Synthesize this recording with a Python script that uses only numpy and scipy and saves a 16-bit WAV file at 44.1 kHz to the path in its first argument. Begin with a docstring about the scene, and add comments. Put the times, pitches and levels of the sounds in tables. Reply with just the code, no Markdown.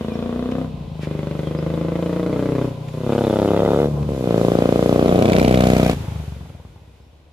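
"""A single-cylinder motorcycle with an open exhaust comes up a dirt road, eases off the throttle three times
and passes close. Each firing is a sharp pressure pulse; it rolls away on a shut throttle with hollow puffs.
Roadside walls repeat the sound with sliding delays, and trees and houses scatter it.
Noise grains make gas and valve sounds, ringing modes loose metal, coloured noise the tyres and chain.
Gliding sines chirp as birds over an outdoor hush; a gain control ducks near the pass, then recovers slowly."""
import sys
import numpy as np
from scipy import signal
from scipy.fft import rfft, irfft, next_fast_len
from scipy.io import wavfile
from scipy.ndimage import uniform_filter1d, minimum_filter1d, map_coordinates

SR = 44100
rng = np.random.default_rng(int(sys.argv[2]) if len(sys.argv) > 2 else 0)


def output_pcm(signal):
    """Save a mono or channel-first signal as 16-bit PCM at the path in sys.argv[1].

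    Samples are clipped to [-1, 1] before scaling.
    """
    pcm = np.clip(np.atleast_2d(signal).T, -1, 1) * 32767
    wavfile.write(sys.argv[1], SR, np.round(pcm).astype(np.int16))


N = 323208  # length in samples

# colours of the sounds, before any resonance: pitch_hz, level_db
PULSE_COLOUR = [(25, -29), (42, -58), (58, -1), (90, 1.5), (170, 3.5), (260, 3), (370, -0.5), (510, 1.5),
                (680, -8.5), (900, -19), (1250, -20.5), (1700, -34.5), (3000, -58), (8000, -63)]
RASP_COLOUR = [(500, 3), (1000, 3), (1400, 2.5), (1800, -0.5), (2350, 0.5), (2900, -1.5), (3600, -2),
               (4600, -11), (7000, -26.5), (15000, -52)]
HISS_COLOUR = [(1500, -9), (4000, 4), (5500, 3), (7600, 1.5), (8500, -3.5), (9200, 0), (12000, -2),
               (14000, -4.5), (15700, -21)]
HUSH_COLOUR = [(25, -8), (60, 5), (120, -9), (300, -15), (600, -8), (1000, -14), (1600, -40), (2500, -20.5),
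               (4000, -23.5), (8000, -46), (15000, -51)]
ROAD_COLOUR = [(100, -10), (300, 10), (600, 8), (950, 4), (1300, -5), (1700, -7), (2400, -2), (3600, -4),
               (5000, -10), (8000, -16), (13000, -21), (15700, -32)]
SCUFF_COLOUR = [(400, -26), (1200, 4), (2400, 7.5), (4000, -1), (7000, -10), (13000, -21), (16000, -26)]
CRACK_COLOUR = [(600, -25), (1400, 2), (2400, 1), (4000, -4), (7000, -12), (15000, -28)]
PUFF_COLOUR = [(150, -14), (350, -4), (480, -4), (680, 2), (1000, -5), (1300, -17), (3000, -36),
               (8000, -55)]
# colour of the exhaust's scattered answer, weakest in the lowest notes: pitch_hz, level_db
ANSWER_COLOUR = [(50, -7), (150, 1.5), (450, 1), (1200, 2.5)]

# birds: middle_s, start_hz, end_hz, length_s, level_db (before a common trim)
CHIRPS = [(.04, 3100, 2700, .04, -46), (.105, 2720, 2250, .08, -43), (.143, 4800, 5770, .036, -47),
          (1.468, 3400, 3080, .055, -42), (1.582, 4650, 5350, .04, -47), (2.893, 7350, 6760, 0.043, -54),
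          (7.028, 4600, 6000, .12, -52)]
# brief scuffs near the microphone: middle_s, level_db, spread_s (to each side)
SCUFFS = [(0.517, -38, 0.004), (1.037, -40, 0.025), (2.887, -42, .005), (3.14, -43, 0.0083),
          (4.03, -39, .003), (6.497, -35, 0.0026)]

# engine speed: time_s, firings_per_s
ENGINE_SPEED = [(0.0, 26.721), (0.587, 32.478), (0.65, 32.12), (0.95, 26.07), (1.061, 25.341),
                (1.362, 24.694), (2.61, 32.38), (2.759, 29.741), (2.952, 30.761), (3.098, 35.087),
                (3.311, 33.149), (3.883, 36.82), (4.071, 36.314), (4.321, 28.225), (5.519, 31.718),
                (5.858, 30.697), (5.958, 26.708), (6.114, 26.277), (6.81, 16.9), (7.33, 13.798)]
# direction of the bike: time_s, left_lag_ms (how much later the left port hears it)
BEARING = [(0, -0.12), (3.2, 0.027), (4.2, 0.17), (4.8, 0.19), (5.5, 0.29), (5.8, 0.18), (6.2, 0.16),
           (7.33, -0.13)]
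# how long trees and houses take to fade by 60 dB: pitch_hz, fade_s
SCATTER_FADE = [(60, 0.17), (300, 1), (1500, 1), (10000, .2)]
# level of the exhaust's scattered answer: time_s, level_db
SCATTER_LEVEL = [(2.3, -6), (3.2, -12.5), (4.9, -12.5), (5.3, -8),
                 (5.6, -12.5), (5.9, -12.5), (6.1, -10), (6.8, 0)]
# the near wall bends with the road: time_s, delay_ms
NEAR_WALL = [(.6, 4.4), (1.1, 5.2), (2, 6.1), (2.9, 7.5), (3.5, 10.1), (4, 14), (4.3, 17.3), (4.95, 19.3),
             (5.25, 23.1), (5.45, 29), (5.8, 32), (7.33, 13)]
# the walls have gaps and gates: time_s, near_wall_db, far_wall_db, rear_wall_db
ECHO_LEVELS = [(1.1, -8, -20, -9), (2.2, -3, -20, -9), (3.5, 0, -16, -11), (4.05, 0, -16, -14),
               (4.4, -8, -16, -18), (4.85, -13, -22, -20), (5.17, -1.5, -7, -20), (5.7, -16, -5.5, -20),
               (6, -14, -13, -16), (7.33, -4, -7, -10)]

# sharpest metallic cracks: start_s, level_db (before the trims for ring and crack)
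CLINKS = [(5.0812, -28), (5.2239, -21), (5.2563, -22), (5.2808, -21), (5.2987, -20), (5.3207, -19),
          (5.3321, -13), (5.3651, -18), (5.384, -22), (5.397, -18), (5.4284, -21), (5.4482, -16),
          (5.4803, -18), (5.5122, -18), (5.5443, -15), (5.5762, -19), (5.607, -13), (5.6394, -17),
          (5.6705, -16), (5.7027, -22), (5.7347, -19), (5.767, -22), (5.7992, -21), (5.849, -19),
          (5.8809, -21), (5.9133, -17)]
# ringing modes of the loose metal: pitch_hz, level_db, fade_s (to fall 60 dB)
METAL_MODES = [(1750, -7, .02), (2090, -6, .025), (2340, 0, .045), (2740, -7, .035), (2920, -6, .03),
               (3520, -8, .025), (4400, -13, .02), (6800, -14, .04)]
# hollow puffs of the firings on a shut throttle: start_s, level_db (of the burst before echoes)
PUFFS = [(3.973, -34), (4.003, -34), (5.973, -19), (6.044, -18), (6.082, -18), (6.12, -16), (6.158, -18),
         (6.198, -21), (6.238, -24), (6.282, -27), (6.323, -24), (6.41, -27), (6.455, -25), (6.501, -26),
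         (6.55, -29), (6.6, -30), (6.65, -30), (6.76, -33)]

# pulls on the throttle: open_at_s, shut_at_s, opening_s, shutting_s, creep_per_s, throttle (0-1),
# drone_multiple (of the firing rate), drone_db, vowel_hz, vowel_db, notch_hz, notch_db,
# edge_hz, edge_db, ring_hz, ring_db (in the rasp); closeness later changes vowel_db and ring_db
PULLS = [(-1, .66, .03, .04, -.1, .86, 8, 5, 1080, 5, 850, -4, 1900, 8, 3500, 4),
         (.955, 1.03, .012, .03, 0, .3, 6, 6, 1020, 3, 790, -4, 1500, 0, 3500, 1),
         (1.03, 2.695, .035, .045, .02, .82, 6.2, 5.5, 1050, 2, 740, -5, 1800, 2, 2050, 2.5),
         (2.93, 3.06, .012, .028, .3, .36, 5, 4, 1000, 4, 760, -3, 1500, -3, 3500, 1),
         (3.06, 3.876, .04, .04, .14, .96, 4, 2, 900, 5, 1060, -8, 1280, 3, 3550, 4.5),
         (4.085, 4.24, .008, .028, -.2, .36, 7, 3, 1020, 3, 780, -5, 1400, -7, 3500, 1),
         (4.24, 5.936, .05, .022, .03, .94, 6, 2.5, 720, 1, 880, -3, 1250, 1, 3300, 1)]
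# settings between pulls: the same columns from throttle on
COASTING = (.05, 6.3, 1, 900, 4, 700, -2, 1400, 0, 3500, 1.5)
# the three registers swell and sag along the road: time_s, boom_db, thump_db, bark_db
SWELLS = [(0, 1, 1, 0), (.55, 1.5, 0, 0), (.95, 2, 3, 0), (1.35, 1, 2.5, 0), (1.7, 3, 3.5, 1.5),
          (2.25, -3, 0, 1.5), (2.6, 1, -1, 0), (2.85, -7, 0, -1), (3.15, -1.5, -3, -1), (3.8, .5, -4, -.5),
          (3.94, 3, 5, 2), (4.08, 6, 3, 2), (4.14, 2, -4, 0), (4.22, -6, -1, 0), (4.33, -2, 2, 0),
          (4.75, -2.5, 1, 0), (5.25, 2, 2, 3), (5.55, 2.5, 2, 1), (5.8, -.5, 2.5, -1), (6, -1, -1, -3),
          (6.22, 4.5, 0, -4), (6.5, 1, 0, -2), (7.33, -1, -5, -1)]
# loudness of each voice: base_db (at reference range and cruise rate), full_throttle_db,
# per_rev_doubling_db, per_range_doubling_db, close_by_db
BOOM_LOUDNESS = (-28.8, 2, 3, -3.8, 11.8)
THUMP_LOUDNESS = (-26.4, 8.3, 14.5, -2.6, 12.9)
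BARK_LOUDNESS = (-28.2, 18.8, 11.5, -6.2, 0)
GAS_LOUDNESS = (-45.5, 14.8, 2, -3.9, 14.5)
SPIT_LOUDNESS = (-47.3, 10.5, 5, -6.3, 7.5)
ROLL_LOUDNESS = (-40.5, 0, 0, -7, -7)
CASE_LOUDNESS = (-51, 0, 15, -1, 0)

PASS_S, ROAD_M_PER_S, CLOSEST_M = 5.8215, 11.977, 3
SOUND_M_PER_S, CRUISE_RATE, REFERENCE_M = 343, 30, 10  # cruise rate in firings per second
CLOSE_M = 9  # inside this range the pipe's mouth and the engine are in plain view
FAR_MIRROR_M = 20.3  # how far to the side the bike's mirror image runs in the far wall
REAR_WALL_MS = 12.7  # delay of a wall behind the microphone
CASE_HZ, CASE_WIDTH_HZ = 1020, 40  # the engine case's hollow ring
NEAR_RING_HZ, NEAR_RING_DB = 2340, 4.5  # resonance in the rasp at full throttle close by
OVERTONE_HZ, OVERTONE_DB = 503, 2.5  # spacing and depth of the pipe's overtones in the far rasp
THUD_HZ, THUD_DB = 152, 2.5  # the pipe's hollow note on a shut throttle
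JITTER_MS = .07  # scale of the random drift in firing times
GAIN_KNEE_DB, GAIN_SLOPE, RECOVERY_DB_PER_S = -15.8, .8, 1.1  # gain control
TOP_HZ = 15750  # band limit


def amp(db):
    """Turn decibels into a plain gain."""
    return 10 ** (np.asarray(db) / 20)


def unit(x):
    """Scale to an average strength (rms) of 1."""
    return x / np.sqrt(np.mean(x ** 2) + 1e-20)


def steady(x):
    """Hold the rms at 1 over a few firings, leaving each pulse its shape."""
    window = np.hanning(SR // 8)
    power = signal.fftconvolve(np.mean(x ** 2, 0), window, "same")
    power = power / signal.fftconvolve(np.ones(N), window, "same")
    return x / np.sqrt(np.abs(power) + 1e-20)


def along(points, hz):
    """Read a curve of pitch and value, with pitch on a log scale."""
    pitch_hz, value = np.transpose(points)
    return np.interp(np.log(hz + 1), np.log(pitch_hz), value)


def curves(rows):
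    """Give one value per sample for each column after the time."""
    time_s, *columns = np.transpose(rows)
    return [np.interp(np.arange(N) / SR, time_s, column) for column in columns]


def filtered(x, response):
    """Multiply the spectrum of x by a response that depends on frequency."""
    size = next_fast_len(N + SR // 4)
    spectrum = rfft(x, size) * response(np.fft.rfftfreq(size, 1 / SR))
    return irfft(spectrum, size)[..., :N]


def noise(colour, alike):
    """Coloured stereo noise of rms 1; alike is the share of power common to both ports."""
    white = rng.standard_normal((3, N))
    left, right, common = filtered(white, lambda hz: amp(along(colour, hz)))
    return unit(np.sqrt(1 - alike) * np.array([left, right]) + np.sqrt(alike) * common)


def struck(x, colour, size=8192):
    """Turn each impulse into a coloured pulse that starts at once (minimum phase)."""
    cepstrum = irfft(np.log(amp(along(colour, np.fft.rfftfreq(size, 1 / SR)))))
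    # folding the second half onto the first leaves nothing before the impulse
    cepstrum[1:size // 2] *= 2
    cepstrum[size // 2 + 1:] = 0
    pulse = irfft(np.exp(rfft(cepstrum)))
    return signal.fftconvolve(x, pulse)[:N]


def wobble(rate):
    """A smooth random curve with the given number of knots a second."""
    knots = rng.standard_normal(int(N * rate / SR) + 4)
    return map_coordinates(knots, [np.arange(N) * rate / SR])


def grit(depth_db):
    """A gain of rms 1 that breaks noise into sub-millisecond grains."""
    return unit(amp(depth_db * np.clip(wobble(1500), -2, 2)))


def delayed(x, ms):
    """Pass x through a delay that may slide."""
    return np.interp(np.arange(N) - ms * SR / 1000, np.arange(N), x, left=0)


def bursts(impulses, rise, fall):
    """A swelling and dying envelope after each impulse; rise and fall in seconds."""
    t = np.arange(SR // 10) / SR
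    shape = (1 - np.exp(-t / rise)) * np.exp(-t / fall)
    return signal.fftconvolve(impulses, shape / shape.max())[:N]


def resonate(x, hz, db, width_hz):
    """A resonance, or a notch if db is negative, whose centre and strength may glide."""
    carrier = np.exp(2j * np.pi * np.cumsum(hz * np.ones(N)) / SR)

    def around_centre(wave):
        # shift the centre down to zero, keep what lies near it, shift back up
        return filtered(x * wave, lambda f: np.exp(-(f / width_hz) ** 2)) * wave

    band = around_centre(carrier.real) + around_centre(carrier.imag)
    return x + 2 * (amp(db) - 1) * band


def distance(aside_m=CLOSEST_M):
    """Metres to a point that runs along the road at steady speed."""
    return np.hypot(ROAD_M_PER_S * (np.arange(N) / SR - PASS_S), aside_m)


def closeness():
    """Near 0 far away, nearly 1 at the pass."""
    return 1 / (1 + (distance() / CLOSE_M) ** 4)


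def riding():
    """Throttle and resonances glide between coasting and each pull; the wrist creeps during a pull."""
    t, rest = np.arange(N) / SR, np.array(COASTING)[:, None]
    state = rest + np.zeros(N)
    for opens, shuts, open_s, shut_s, creep, *pull in PULLS:
        opened = (1 + np.tanh((t - opens) / open_s)) / 2
        not_shut = (1 - np.tanh((t - shuts) / shut_s)) / 2
        held = opened * not_shut
        state = state + held * (np.array(pull)[:, None] - rest)
        state[0] += held * creep * (t - (opens + shuts) / 2)
    return np.clip(state[0], .01, 1), *state[1:]


def loudness(voice, throttle):
    """A voice's level in dB from throttle, revs and range."""
    base_db, throttle_db, revs_db, range_db, close_db = voice
    revs = np.log2(curves(ENGINE_SPEED)[0] / CRUISE_RATE)
    far = np.log2(distance() / REFERENCE_M)
    return base_db + throttle_db * throttle + revs_db * revs + range_db * far + close_db * closeness()


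def strokes(phase, spread_db):
    """One impulse per engine cycle at the given phase, each of its own strength."""
    cycles = np.cumsum(curves(ENGINE_SPEED)[0]) / SR - phase
    at = np.flatnonzero(np.diff(np.floor(cycles)))
    strength = amp(spread_db * rng.standard_normal(N))
    return np.bincount(at, strength[at], N)


def walls(x, uneven_ms=.15, pillar_ms=1.5, pillar_share=.18):
    """Add three wall echoes: pillars roughen the near one, the far one lags more as the bike nears."""
    near_ms, = curves(NEAR_WALL)
    far_ms = 1000 * (distance(FAR_MIRROR_M) - distance()) / SOUND_M_PER_S
    pillars = delayed(x, pillar_ms * (1 + .3 * wobble(12)))
    rough = x + pillar_share * wobble(25) * pillars
    out = x
    for part, ms, db in zip((rough, x, x), (near_ms, far_ms, REAR_WALL_MS), curves(ECHO_LEVELS)):
        out = out + amp(db) * delayed(part, ms + uneven_ms * wobble(14))
    return out


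def ports(x):
    """The two microphone ports hear the bike a moment apart."""
    lag_ms, = curves(BEARING)
    return np.array([delayed(x, lag_ms / 2), delayed(x, -lag_ms / 2)])


def scattered(x, count=12):
    """Diffuse answer of trees and houses: fading noise, new for each stretch of road."""
    hz, t, z = signal.stft(rng.standard_normal((count, 2, SR // 2)), SR, nperseg=256)
    fading = amp(-60 * t / along(SCATTER_FADE, hz)[:, None])
    tails = signal.istft(z * fading, SR, nperseg=256)[1]
    hop = N // (count - 1) + 1
    padded, out = np.pad(x, (hop, 2 * hop)), np.zeros((2, N + 3 * hop + SR))
    crossfade = np.sqrt(np.hanning(2 * hop))
    for k, tail in enumerate(tails):
        stretch = padded[k * hop:][:2 * hop] * crossfade
        answer = signal.fftconvolve(stretch[None], tail, axes=1)
        out[:, k * hop:k * hop + answer.shape[1]] += answer
    return unit(out[:, hop:hop + N])


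def hush():
    """The outdoor background: quiet, steady coloured noise."""
    return amp(-44) * noise(HUSH_COLOUR, alike=.6)


def birds():
    """Thin chirps from the trees: short sines that glide in pitch, with a scattered answer."""
    t, song = np.arange(N) / SR, np.zeros(N)
    for s, start_hz, end_hz, length, db in CHIRPS:
        span = np.abs(t - s) < length / 2
        pitch = np.linspace(start_hz, end_hz, span.sum())
        tone = np.sin(2 * np.pi * np.cumsum(pitch) / SR)
        song[span] += amp(db) * np.hanning(span.sum()) * tone
    return amp(-3) * song + amp(-3) * song.std() * scattered(song)


def scuffs():
    """Short dry rustles: noise under brief bell-shaped swells."""
    t = np.arange(N) / SR
    swells = sum(amp(db) * np.exp(-((t - s) / spread) ** 2) for s, db, spread in SCUFFS)
    return noise(SCUFF_COLOUR, alike=.54) * swells


def rolling(echo_share=.6):
    """Tyres on dirt and the chain: a noise wash the walls sweep, with a hollow ring from the engine case."""
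    echoed = unit(ports(walls(noise(ROAD_COLOUR, alike=1)[0])))
    wash = echo_share * echoed + noise(ROAD_COLOUR, alike=.15)
    ring = filtered(wash, lambda hz: 1 / (1 + ((hz - CASE_HZ) / CASE_WIDTH_HZ) ** 2))
    wash_gain = amp(loudness(ROLL_LOUDNESS, 0) + .8 * wobble(14))
    return wash_gain * unit(wash) + amp(loudness(CASE_LOUDNESS, 0)) * unit(ring)


def clinks(ring_db=2, crack_db=6.5, rise_s=.0005, crack_s=.0024, grain_db=6, echo_db=-3, right_db=1.5):
    """A gritty crack sets loose metal ringing in a new mix of modes; the walls repeat the crack."""
    t, ringing, hits = np.arange(SR // 10) / SR, np.zeros((2, N)), np.zeros(N)
    hz, mode_db, fade_s = np.transpose(METAL_MODES)[:, :, None]
    for s, db in CLINKS:
        start = round(s * SR)
        fading = np.exp(-np.log(1000) * t / fade_s)
        strength = amp(mode_db + 4 * rng.standard_normal(hz.shape)) * fading
        detuned_hz = hz * (1 + .012 * rng.standard_normal(hz.shape))
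        cycles = detuned_hz * t + rng.random((2, len(hz), 1))
        ringing[:, start:][:, :len(t)] += amp(db + ring_db) * (strength * np.sin(2 * np.pi * cycles)).sum(1)
        hits[start] += amp(db + crack_db)
    grains = grit(grain_db) * bursts(hits, rise_s, crack_s)
    cracks = noise(CRACK_COLOUR, alike=.2) * grains
    echoed = ports(walls(noise(CRACK_COLOUR, alike=1)[0] * grains))
    return ringing * amp([[-right_db], [right_db]]) + cracks + amp(echo_db) * echoed


def gas_and_valves(firings):
    """Grainy puffs of turbulent gas follow the firings; close by, the valve gear clicks between them."""
    throttle, *_, ring_hz, ring_db = riding()
    close = closeness()
    near = throttle * (.2 + .6 * close ** 2)
    uneven = firings * amp(2 * rng.standard_normal(N))
    puffs = throttle * grit(4) * bursts(uneven, rise=.0007, fall=.003)
    clicks = strokes(.72, spread_db=4) + .8 * strokes(.88, spread_db=4)
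    valves = bursts(clicks, rise=.0005, fall=.0016)

    jet = walls(noise(RASP_COLOUR, alike=1)[0] * ((2.7 + 4.5 * near) * puffs + 1.5 * near * valves))
    rasp = ports(jet) + noise(RASP_COLOUR, alike=.12)
    rasp = resonate(rasp, ring_hz, ring_db * (1 - close), width_hz=350)

    def overtones(hz):
        ripple_db = OVERTONE_DB * np.cos(2 * np.pi * hz / OVERTONE_HZ) / (1 + (hz / 4000) ** 8)
        return amp(ripple_db) - 1

    rasp = rasp + (1 - close) * filtered(rasp, overtones)
    rasp = resonate(rasp, NEAR_RING_HZ, NEAR_RING_DB * throttle * close, width_hz=270)

    # far off the puffs sink into a smooth hiss that rises and falls with the engine
    spit = noise(HISS_COLOUR, alike=.25) * near * (5.5 * puffs + 2.6 * valves)
    hiss = spit + noise(HISS_COLOUR, alike=0)
    hiss_gain = amp(loudness(SPIT_LOUDNESS, throttle) + .8 * wobble(10))
    return amp(loudness(GAS_LOUDNESS, throttle)) * steady(rasp) + hiss_gain * steady(hiss)


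def hollow_puffs(rise=.0008, fall=.0055):
    """Hollow puffs of the firings on a shut throttle: short bursts of coloured noise, repeated by the walls."""
    s, db = np.transpose(PUFFS)
    starts = np.bincount(np.round(s * SR).astype(int), amp(db), N)
    return ports(walls(noise(PUFF_COLOUR, alike=1)[0] * bursts(starts, rise, fall)))


def exhaust(firings, boom_hz=110, bark_hz=290, soft_hz=180, pipe_hz=110, vowel_close_db=8):
    """Pressure pulses from the pipe: hard barks under throttle, soft thuds without."""
    (throttle, drone_multiple, drone_db, vowel_hz, vowel_db,
     notch_hz, notch_db, edge_hz, edge_db, _, _) = riding()
    hard = struck(firings * throttle ** 1.3, PULSE_COLOUR)
    soft = struck(firings * (1 - throttle) * amp(3.5 * rng.standard_normal(N)), PULSE_COLOUR)
    soft = filtered(soft, lambda hz: 1 / (1 + (hz / soft_hz) ** 6))
    pulses = hard + .6 * resonate(soft, THUD_HZ, THUD_DB, width_hz=30)
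    # the pipe holds the low notes back a little
    pulses = filtered(pulses, lambda hz: (1j * hz - pipe_hz) / (1j * hz + pipe_hz))
    pulses = unit(walls(delayed(pulses, JITTER_MS * wobble(30))))

    answer = filtered(scattered(pulses), lambda hz: amp(along(ANSWER_COLOUR, hz)))
    # low notes reach both ports alike
    middle = answer.mean(0)
    answer = middle + filtered(answer - middle, lambda hz: hz / (hz + 900))
    scatter_db, = curves(SCATTER_LEVEL)
    sound = ports(pulses) + amp(scatter_db) * unit(answer)

    sound = resonate(sound, drone_multiple * curves(ENGINE_SPEED)[0], drone_db, width_hz=12.3)
    sound = resonate(sound, vowel_hz, vowel_db + vowel_close_db * closeness(), width_hz=142)
    sound = resonate(sound, edge_hz, edge_db, width_hz=380)
    sound = resonate(sound, notch_hz, notch_db, width_hz=90)

    # three registers, each levelled and then given its own loudness
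    boom = filtered(sound, lambda hz: 1 / (1 + (hz / boom_hz) ** 10))
    bark = filtered(sound, lambda hz: 1 - 1 / (1 + (hz / bark_hz) ** 10))
    thump = sound - boom - bark
    voices = (BOOM_LOUDNESS, THUMP_LOUDNESS, BARK_LOUDNESS)
    out = 0
    for register, voice, swell_db in zip((boom, thump, bark), voices, curves(SWELLS)):
        out = out + amp(loudness(voice, throttle) + swell_db) * steady(register)
    return out


def scene():
    """The bike in the open air, its pipe stronger on the left; it fires less evenly at low revs."""
    lugging = np.clip((CRUISE_RATE - curves(ENGINE_SPEED)[0]) / 5, 0, 1)
    firings = strokes(.262, spread_db=.5 + 1.3 * lugging ** 2)
    pipe = (exhaust(firings) + hollow_puffs()) * amp([[.7], [-.7]])
    bike = rolling() + clinks() + gas_and_valves(firings) + pipe
    return hush() + birds() + scuffs() + bike


def record(dry):
    """Gain control ducks loud sound and recovers slowly; a fast limiter and a band limit follow."""
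    power = uniform_filter1d(np.mean(dry ** 2, 0), size=4410)
    level_db = 10 * np.log10(np.abs(power) + 1e-12)
    recovered_db = RECOVERY_DB_PER_S * np.arange(N) / SR
    wanted_db = GAIN_SLOPE * np.maximum(0, level_db - GAIN_KNEE_DB)
    # the cut jumps up with the level but falls only at the recovery rate
    cut_db = np.maximum.accumulate(wanted_db + recovered_db) - recovered_db
    ducked = dry * amp(-cut_db)
    needed = np.minimum(1, .96 / (np.abs(ducked).max(0) + 1e-9))
    limiter = uniform_filter1d(minimum_filter1d(needed, size=131), size=131)
    return filtered(ducked * limiter, lambda hz: hz < TOP_HZ)


dry = scene()
out = record(dry)
output_pcm(out)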